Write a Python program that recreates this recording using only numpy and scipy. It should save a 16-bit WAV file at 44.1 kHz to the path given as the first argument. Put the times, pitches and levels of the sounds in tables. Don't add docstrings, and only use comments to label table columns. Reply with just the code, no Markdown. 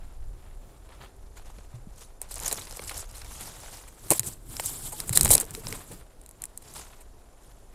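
import sys
import numpy as np
from scipy import signal
from scipy.fft import rfft, irfft, next_fast_len
from scipy.io import wavfile
from scipy.ndimage import uniform_filter1d, map_coordinates

SR = 44100
rng = np.random.default_rng(int(sys.argv[2]) if len(sys.argv) > 2 else 0)


def wav_record(signal):
    frames = np.transpose(np.atleast_2d(signal))
    bounded = np.clip(frames, -1, 1)
    quanta = np.round(bounded * 32767).astype(np.int16)
    wavfile.write(sys.argv[1], SR, quanta)


N = 341492

# time in seconds, grit from 0 (smooth slide) to 1 (crackling).
GRITTY = [(0, .7), (2.2, .8), (2.4, .95), (3.2, .9), (3.35, .5), (4, .5), (4.3, .6), (4.55, .35), (5, .35),
          (5.1, 0.92), (5.45, 0.96), (5.7, .6), (6.7, .6), (7.74, .6)]


def amp(db):
    return 10 ** (np.asarray(db) / 20)


def unit(x):
    return x / np.sqrt(np.mean(x ** 2) + 1e-20)


def curves(rows):
    time_s, *columns = np.transpose(rows)
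    return [np.interp(np.arange(N) / SR, time_s, column) for column in columns]


def wobble(rate_hz):
    knots = rng.standard_normal(int(N * rate_hz / SR) + 4)
    return map_coordinates(knots, [np.arange(N) * rate_hz / SR])


def filtered(x, response):
    size = next_fast_len(N + 8192)
    spectrum = rfft(x, size) * response(np.fft.rfftfreq(size, 1 / SR))
    return irfft(spectrum, size)[..., :N]


def coloured(x, points):
    point_hz, point_db = np.transpose(points)

    def response(hz):
        return amp(np.interp(np.log(hz + 1), np.log(point_hz + 1), point_db))
    return unit(filtered(x, response))


def ringing(x, modes):
    def response(hz):
        one_pass = 0
        for k, (mode_hz, width_hz, db) in enumerate(modes):
            damping = 1j * hz * width_hz
            resonance = amp(db) * damping / (mode_hz ** 2 - hz ** 2 + damping)
            one_pass = one_pass + (-1) ** k * resonance
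        two_passes = one_pass ** 2
        return two_passes / np.sqrt(np.mean(np.abs(two_passes) ** 2))
    return filtered(x, response)


def rustle():
    # time in seconds, 0 (arm's length) to 1 (on the housing).
    closeness = [(0, 0.64), (.8, 0.58), (.92, .02), (2.2, 0.042), (3.9, 0.12), (4.1, 1), (5.95, 0.84),
                 (6.5, 0.36), (6.65, 0.053), (7.74, 0.29)]
    # frequency in Hz, relative density in dB per Hz.
    port_leaf = [(1760, -43), (3000, -18), (3790, -15.5), (6340, -14), (7590, -4), (10900, -8),
                 (13300, -11), (15500, -24)]
    far_leaf = [(1500, -26.5), (3000, -7), (7000, 1), (11000, -1.5), (15000, -13.5), (16000, -33.5)]
    brushing = [(180, -38), (300, -7.5), (706, -2), (796, -1.5), (1310, -4.5), (1680, -7.5), (4000, -13),
                (5200, -21), (8800, -120)]
    low_body = [(60, -32.5), (90, 0), (130, 0), (200, -8.5), (420, -11.5), (600, -32.5)]

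    crisp_db, dull_db = strokes()
    close = np.clip(curves(closeness)[0], 0, 1)
    flutter_db = 3.15 * wobble(45) + 0.66 * wobble(130)
    gritty = np.clip(curves(GRITTY)[0], 0, 1)
    flutter_db = gritty * flutter_db

    smooth = np.sqrt(1 - gritty ** 2) * rng.standard_normal(N)
    crackling = gritty * unit(grit(150, spread_db=4.5, t60_s=0.02))
    dry_leaf = patchy(amp(flutter_db) * (smooth + crackling), depth_db=3.2)
    crisp = close * coloured(dry_leaf, port_leaf) + (1 - close) * coloured(dry_leaf, far_leaf)

    dull = coloured(amp(flutter_db) * grit(60, spread_db=2.5, t60_s=0.044), brushing)
    body_flutter_db = 0.2 * flutter_db + 3.6 * wobble(18)
    body = coloured(amp(body_flutter_db) * rng.standard_normal(N), low_body)
    body_over_dull_db = 13.66 * close - 6.5
    return amp(crisp_db) * crisp + amp(dull_db) * (dull + amp(body_over_dull_db) * body)


def strokes():
    # peak time in seconds, dry rustle level in dB, duller brushing
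    # level in dB, swell in seconds, fade in seconds; swell and fade span 20 dB of the dry rustle.
    drags = [(0, -72, -63, .1, .3), (.46, -74, -62.5, .15, .2), (.7, -75, -66.5, 0.18, .15),
             (.97, -70, -56.5, .2, .1), (1.035, -62.5, -51.5, 0.11, .06), (1.373, -57, -60, 0.051, .16),
             (1.53, -62, -59, 0.22, 0.43), (2.019, -50, -56, .09, .09), (2.23, -55.5, -54, 0.034, .12),
             (2.331, -42, -53.5, .05, .25), (2.465, -35, -42.5, .12, .18), (2.566, -43, -49, .2, .15),
             (2.75, -45.5, -49.5, .22, .3), (2.888, -40, -47.5, .25, 0.13), (2.98, -37, -44.5, .06, .045),
             (3.02, -50, -56, 0.037, 0.13), (3.172, -49, -53, .09, .5), (3.437, -41.5, -47, .3, .3),
             (3.734, -47, -51, .5, .22), (4.06, -55.5, -57.5, .35, .1), (4.127, -30.5, -42.5, .032, .07),
             (4.181, -34.5, -68, .15, .016), (4.238, -38, -51, .016, .1), (4.285, -38, -49, .1, .075),
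             (4.516, -43.5, -52.5, .07, .4), (4.672, -32.5, -50.5, .14, .2), (4.764, -45, -57.5, .2, 0.046),
             (4.84, -39, -52, .06, .2), (4.889, -41.5, -54.5, .15, .05), (4.993, -40, -52, .13, .12),
             (5.155, -28, -51, .05, .07), (5.2, -32, -51, 0.062, .07), (5.257, -36, -37, .2, .15),
             (5.331, -18, -40, .09, .03), (5.37, -40, -41.5, 0.054, .11), (5.54, -41, -48, .02, .11),
             (5.72, -43.5, -48.5, .18, .25), (5.515, -50, -48.5, .012, .015), (5.82, -48, -55, .15, 0.048),
             (5.927, -49, -52.5, .1, .12), (6.44, -65, -58.5, .15, .1), (6.782, -42, -46.5, .15, .13),
             (6.95, -59.5, -60, .2, .15), (7.432, -61.5, -67.5, .06, .4)]
    roundness = 0.99
    dull_swing = 0.82
    stir_dry_db, stir_dull_db = -70, -67.5

    t = np.arange(0, N + 64, 32) / SR
    peak_s, dry_db, dull_db, swell_s, fade_s = np.transpose(drags)[..., None]
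    distance = np.where(t < peak_s, (peak_s - t) / swell_s, (t - peak_s) / fade_s)
    down_db = 20 * distance ** roundness
    dry_power = amp(stir_dry_db) ** 2 + (amp(dry_db - down_db) ** 2).sum(0)
    dull_power = amp(stir_dull_db) ** 2 + (amp(dull_db - dull_swing * down_db) ** 2).sum(0)
    return [np.interp(np.arange(N) / SR, t, 10 * np.log10(power)) for power in (dry_power, dull_power)]


def grit(per_second, spread_db, t60_s):
    t = np.arange(SR // 20) / SR
    happens = rng.random((2, N)) < per_second / SR
    breaks = happens * amp(spread_db * rng.standard_normal((2, N)))
    decays = [amp(-60 * t / t60_s), 2.5 * amp(-60 * t / 0.005)]
    envelope = 1 + signal.fftconvolve(breaks, decays, axes=1)[:, :N].sum(0)
    return envelope * rng.standard_normal(N)


def patchy(x, depth_db):
    z = signal.stft(x, nperseg=128)[2]
    field = uniform_filter1d(rng.standard_normal(z.shape), size=4, axis=0)
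    field = uniform_filter1d(field, size=9, axis=1)
    return signal.istft(z * amp(depth_db * unit(field)), nperseg=128)[1][:N]


def snaps():
    # start in seconds, nominal crackle level in dB, length in
    # seconds, stalk in dB above crackle, knock in dB above crackle, stalk's strongest pitch in Hz.
    contacts = [(0.889, -58.0, 0.004, 3.5, 13, 1720), (1.5846, -59, 0.003, 9, 20, 1880),
                (2.215, -44.0, 0.015, -11, -5, 1760), (2.2164, -20, 0.0007, -17.5, -14, 1880),
                (2.3075, -37.5, 0.011, -14.0, -21, 4080), (2.3421, -25, 0.0007, -25, -28, 4500),
                (2.357, -26, 0.00076, -25, -21, 4500), (2.3925, -37, 0.0017, -4.0, -16.0, 2265),
                (2.4473, -27.5, 0.0007, -4.5, -7, 3420), (2.4793, -21, 0.0027, -10, -38, 4540),
                (2.5126, -35, 0.02, -6.0, -0.5, 2630), (2.5132, -22, 0.0007, -5, -5, 2730),
                (2.5272, -10, 0.0007, -20, -15.5, 3310), (2.6135, -43.5, 0.0012, 5.0, -12, 3970),
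                (2.6713, -49.5, 0.0017, 10.0, -7.0, 2490), (2.7102, -32, 0.0007, -7, -7, 4480),
                (2.7242, -39, 0.0027, -2.0, -5, 2990), (2.7711, -26, 0.0007, -22, -9, 3370),
                (2.7936, -42, 0.0022, 9, 12, 1290), (2.8675, -41, 0.018, -25.0, -23.0, 2290),
                (2.8933, -32.5, 0.0042, -1.5, -28, 1980), (3.0081, -39, 0.0031, -22, -11, 5000),
                (3.147, -45, 0.013, -3.0, -12, 2190), (3.1812, -37, 0.0017, -16, -8, 5000),
                (3.2166, -45.5, 0.0032, 5.5, -6, 3500), (3.247, -50, 0.003, 8, 2, 1800),
                (3.403, -45, 0.019, -6.0, -11, 2290), (3.874, -47.5, 0.017, -5.5, -9.0, 1890),
                (4.0841, -39, 0.0007, -5.0, -19.0, 2630), (4.1029, -26, 0.022, -6.0, 6.0, 1510),
                (4.1051, -2.5, 0.0007, -21.0, -19, 3500), (4.1116, -14.5, 0.0027, -9.5, -15, 1310),
                (4.117, -11, 0.0007, -23, -24, 1410), (4.1195, -9, 0.0007, -32.0, -2, 1300),
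                (4.1235, -12, 0.0007, -22.0, -12, 1250), (4.1949, -11, 0.0017, -14.0, -31, 2930),
                (4.199, -39, 0.009, -10.0, -15, 2720), (4.2323, -31, 0.0007, -5.0, -12, 3080),
                (4.2626, -31, 0.019, -29.0, -30, 2380), (4.5675, -27.5, 0.0012, -4.0, -26.0, 3900),
                (4.5968, -30, 0.012, -12, -23, 1520), (4.5975, -23, 0.0012, 0.5, 0, 1470),
                (4.6598, -13, 0.0007, -23, -38, 3160), (4.9185, -34.5, 0.017, -13, -4.5, 1390),
                (5.0025, -20, 0.0012, -7.5, -35, 3920), (5.072, -36, 0.017, -23.0, -20, 2840),
                (5.0938, -13, 0.0007, -15.5, -15.5, 2020), (5.1264, -24.5, 0.01, -12.0, -17.0, 2840),
                (5.1497, -22, 0.014, -18.0, -23.5, 4270), (5.1572, -18.5, 0.0047, -19.0, -29.0, 4870),
                (5.162, -22, 0.0007, -18, -35, 4000), (5.1736, -1.5, 0.0017, -13.0, -26, 3880),
                (5.2101, -2.5, 0.0012, -16.0, -27, 3570), (5.2315, -13, 0.0017, -22.0, -33, 5050),
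                (5.2452, -20.5, 0.014, -18.0, -11.5, 2090), (5.248, -9.5, 0.0012, -22.0, -28, 4750),
                (5.2575, -13, 0.0007, -2.5, -4, 1660), (5.2685, -24.0, 0.0012, -7.0, -4.5, 2720),
                (5.2784, -19.5, 0.0012, -11.0, -12, 2450), (5.2899, -22, 0.0057, -26.0, -35.0, 2696),
                (5.3048, -8.5, 0.0022, -14.0, -9.5, 2300), (5.3076, -10, 0.014, -23, -25, 4420),
                (5.3323, -8, 0.0017, -15.0, -10.5, 3620), (5.3458, -21.5, 0.0007, -14.5, -4.0, 2180),
                (5.3507, -7, 0.0032, -15.5, -16.5, 3890), (5.3797, -13.5, 0.0007, -6.0, -16, 4120),
                (5.3978, -26, 0.019, -14.5, -40.0, 2270), (5.4006, -13, 0.0012, -29.5, -33, 2840),
                (5.4116, -16, 0.0007, -19.0, -28, 1310), (5.4425, -31.5, 0.0007, -28.0, -7, 5300),
                (5.452, -29, 0.0007, -26.0, -19.0, 2370), (5.4645, -39, 0.0007, -16.0, 0, 2100),
                (5.5079, -22.5, 0.0007, -22, -25, 3490), (5.5498, -23.5, 0.0007, -3.0, -29, 2970),
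                (5.6695, -32.5, 0.0007, 6.0, 2, 3530), (5.6801, -35, 0.01, -13, -13, 2720),
                (5.7259, -29, 0.0017, -2, -20, 2480), (5.911, -46.5, 0.012, -2.0, 3, 1400),
                (6.2143, -47.0, 0.0022, -14.5, -29, 3970), (6.2362, -52.0, 0.0017, -17.0, -18, 3430),
                (6.2617, -38.5, 0.0012, -14.0, -24.0, 3640), (6.2911, -38, 0.0012, -17, -14.5, 2350),
                (6.3111, -36.5, 0.0007, -15, -19.0, 1810), (6.4198, -25, 0.0012, -20.5, -32, 3020),
                (6.4263, -45, 0.0007, -16, -17, 2730), (6.4388, -25.5, 0.0017, -15.5, -33.0, 2130),
                (6.4547, -26.5, 0.0007, -19.5, -23, 1800), (6.5755, -24.5, 0.0007, -19.5, -30, 3900),
                (6.619, -49.5, 0.01, -11.0, -11, 2610), (7.0037, -50.5, 0.018, -9.5, -3.5, 2320)]
    # centre in Hz, width in Hz per pass, gain in dB
    port_modes = [(8080, 3700, 5.5), (13800, 9600, -1.5)]
    stalk_modes = [(1975, 1500, 3), (4048, 410, 2.5), (1250, 1000, -3), (5300, 1400, 5)]
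    housing_modes = [(297, 590, 4.5), (538, 323, 12), (953, 400, 6)]
    struck_db_per_octave = 5

    t = np.arange(SR // 16) / SR
    drive = np.zeros((2 + len(stalk_modes), N + SR))
    modes_hz = np.transpose(stalk_modes)[0]
    for start_s, db, length_s, stalk_db, knock_db, stalk_hz in [*contacts, *ticks()]:
        rise = 1 - np.exp(-(t + 1 / SR) / (0.5 * length_s))
        settling = 0.097 * np.exp(-t / 0.0058)
        shape = rise * np.exp(-(t / length_s) ** 3) + settling
        size = np.linalg.norm(shape)
        burst = shape * rng.standard_normal(len(t)) * amp(2.0 * rng.standard_normal(len(t)))
        burst *= size / np.linalg.norm(burst)

        sudden = np.exp(-(length_s / 0.0039) ** 2)
        blow = np.sqrt(1 - sudden ** 2) * burst - sudden * size * (t == 0)

        spot_db = 2.1 * rng.standard_normal(len(stalk_modes))
        octaves_away = np.abs(np.log2(modes_hz / stalk_hz))
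        struck_db = stalk_db + spot_db - struck_db_per_octave * octaves_away

        start = round(start_s * SR)
        at = slice(start, start + len(t))
        drive[0, at] += amp(db) * (0.92 * burst + 0.6 * blow)
        drive[1:, at] += amp(db + np.r_[knock_db, struck_db])[:, None] * blow

    stalk = sum(amp(db) * ringing(x, [(hz, width_hz, 0)])
                for x, (hz, width_hz, db) in zip(drive[2:], stalk_modes))
    port = patchy(ringing(drive[0], port_modes), depth_db=1.1)
    return port + ringing(drive[1], housing_modes) + stalk


def ticks():
    count = 45
    crowding = 0.57
    over_rustle_db, level_spread_db = 8, 3
    median_s = 0.0014
    stalk_db, knock_db, colour_spread_db = -19, -18, 7
    median_hz, spread_octaves = 2700, 0.65

    dry_db = strokes()[0]
    gritty = np.clip(curves(GRITTY)[0], 0, 1)
    share = np.cumsum(amp(crowding * dry_db) * gritty ** 2)
    picks = (np.arange(count) + rng.random(count)) / count
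    at = np.searchsorted(share, share[-1] * picks).clip(0, N - 1)
    u = rng.standard_normal((count, 5))
    return np.c_[at / SR,
                 dry_db[at] + over_rustle_db + level_spread_db * u[:, 0],
                 median_s * np.exp(0.5 * u[:, 1]),
                 stalk_db + colour_spread_db * u[:, 2],
                 knock_db + colour_spread_db * u[:, 3],
                 median_hz * 2 ** (spread_octaves * u[:, 4])]


def thumps():
    # start in seconds, level in dB before onset and decay, pitch in Hz, 60 dB decay in seconds.
    pushes = [(1.58, -35.5, 199, 0.026), (1.739, -32.5, 120, 0.2), (1.87, -26.5, 183, 0.026),
              (4.106, -21.5, 125, 0.064), (4.11, -15, 332, 0.058), (4.197, -27.5, 120, .1),
              (4.65, -33, 99, .088), (4.93, -36, 855, 0.084), (5.105, -18.5, 118, 0.086),
              (5.235, -17.5, 82, 0.12), (5.302, -20, 65, .1), (5.345, -21.5, 120, 0.079),
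              (5.347, -27, 429.6, .07), (5.428, -33, 450, 0.076), (5.576, -33.5, 444, .092),
              (5.661, -33, 130, 0.11), (5.724, -33, 450, .064), (5.91, -35, 457, 0.043)]
    out, t = np.zeros(N + SR), np.arange(SR // 3) / SR
    for start_s, db, hz, t60_s in pushes:
        onset = 1 - np.exp(-t / 0.0022)
        swing = np.sin(2 * np.pi * hz * t) * onset
        out[round(start_s * SR):][:len(t)] += amp(db - 60 * t / max(t60_s, 0.01)) * swing
    return out[:N]


def air():
    # time in seconds, rumble level in dB.
    levels = [(0.0, -40.5), (0.11, -39.5), (0.15, -48), (0.21, -36.5), (0.62, -47), (1.77, -44),
              (2.18, -51), (2.41, -42.5), (2.63, -51.5), (2.98, -39.5), (3.99, -52.5), (4.01, -48.5),
              (5.13, -45), (5.3, -29), (5.39, -45.5), (6.1, -51), (7.72, -49.5), (7.74, -56.5)]
    # frequency in Hz, relative density in dB per Hz.
    rumble_spectrum = [(8.8, -33.5), (15, 0), (46, -4), (130, -22), (170, -67), (290, -120)]
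    rumble_db, = curves(levels)
    lumpy = amp(0.8 * wobble(15)) * rng.standard_normal(N)
    return amp(rumble_db) * coloured(lumpy, rumble_spectrum)


def forest():
    # frequency in Hz, relative density in dB per Hz.
    hush_spectrum = [(59, -31), (100, -9), (235, -7.5), (665, -8), (1500, -21.5), (2800, -31.5),
                     (6440, -27), (7140, -31.5), (10200, -24), (13300, -32), (14500, -68.5)]
    # time in seconds, hum level in dB.
    hum_levels = [(0, -70), (.3, -73), (.5, -68), (.72, -68), (.85, -77), (1.15, -71), (1.5, -77),
                  (7.74, -78)]
    hush_db, hum_hz = -60, 389
    cricket_hz, cricket_rate_hz, cricket_db = 7170, 30, -76.5

    t = np.arange(N) / SR
    pulse_phase = 2 * np.pi * cricket_rate_hz * t + 0.8 * wobble(1.4)
    pulses = np.clip(np.sin(pulse_phase) + 0.3, 0, 1)
    cricket = unit(pulses * amp(2.3 * wobble(20)) * np.sin(2 * np.pi * cricket_hz * t + 0.6 * wobble(36)))
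    hum = unit(amp(4 * wobble(4.6)) * np.sin(2 * np.pi * hum_hz * t + 1.6 * wobble(24)))
    hush = coloured(rng.standard_normal(N), hush_spectrum)
    return amp(hush_db) * hush + amp(cricket_db) * cricket + amp(curves(hum_levels)[0]) * hum


def scene():
    return (rustle() + snaps() + thumps() + air() + forest())[None]


def record(dry):
    fade_start_hz, cutoff_hz, hz_per_db = 15300, 16650, 45
    saturated = dry / (1 + np.abs(dry) ** 6) ** (1 / 6)

    def band_limit(hz):
        fade_db = -np.clip(hz - fade_start_hz, 0, None) / hz_per_db
        return amp(fade_db) * (hz < cutoff_hz)
    return filtered(saturated, band_limit)


dry = scene()
out = record(dry)
wav_record(out)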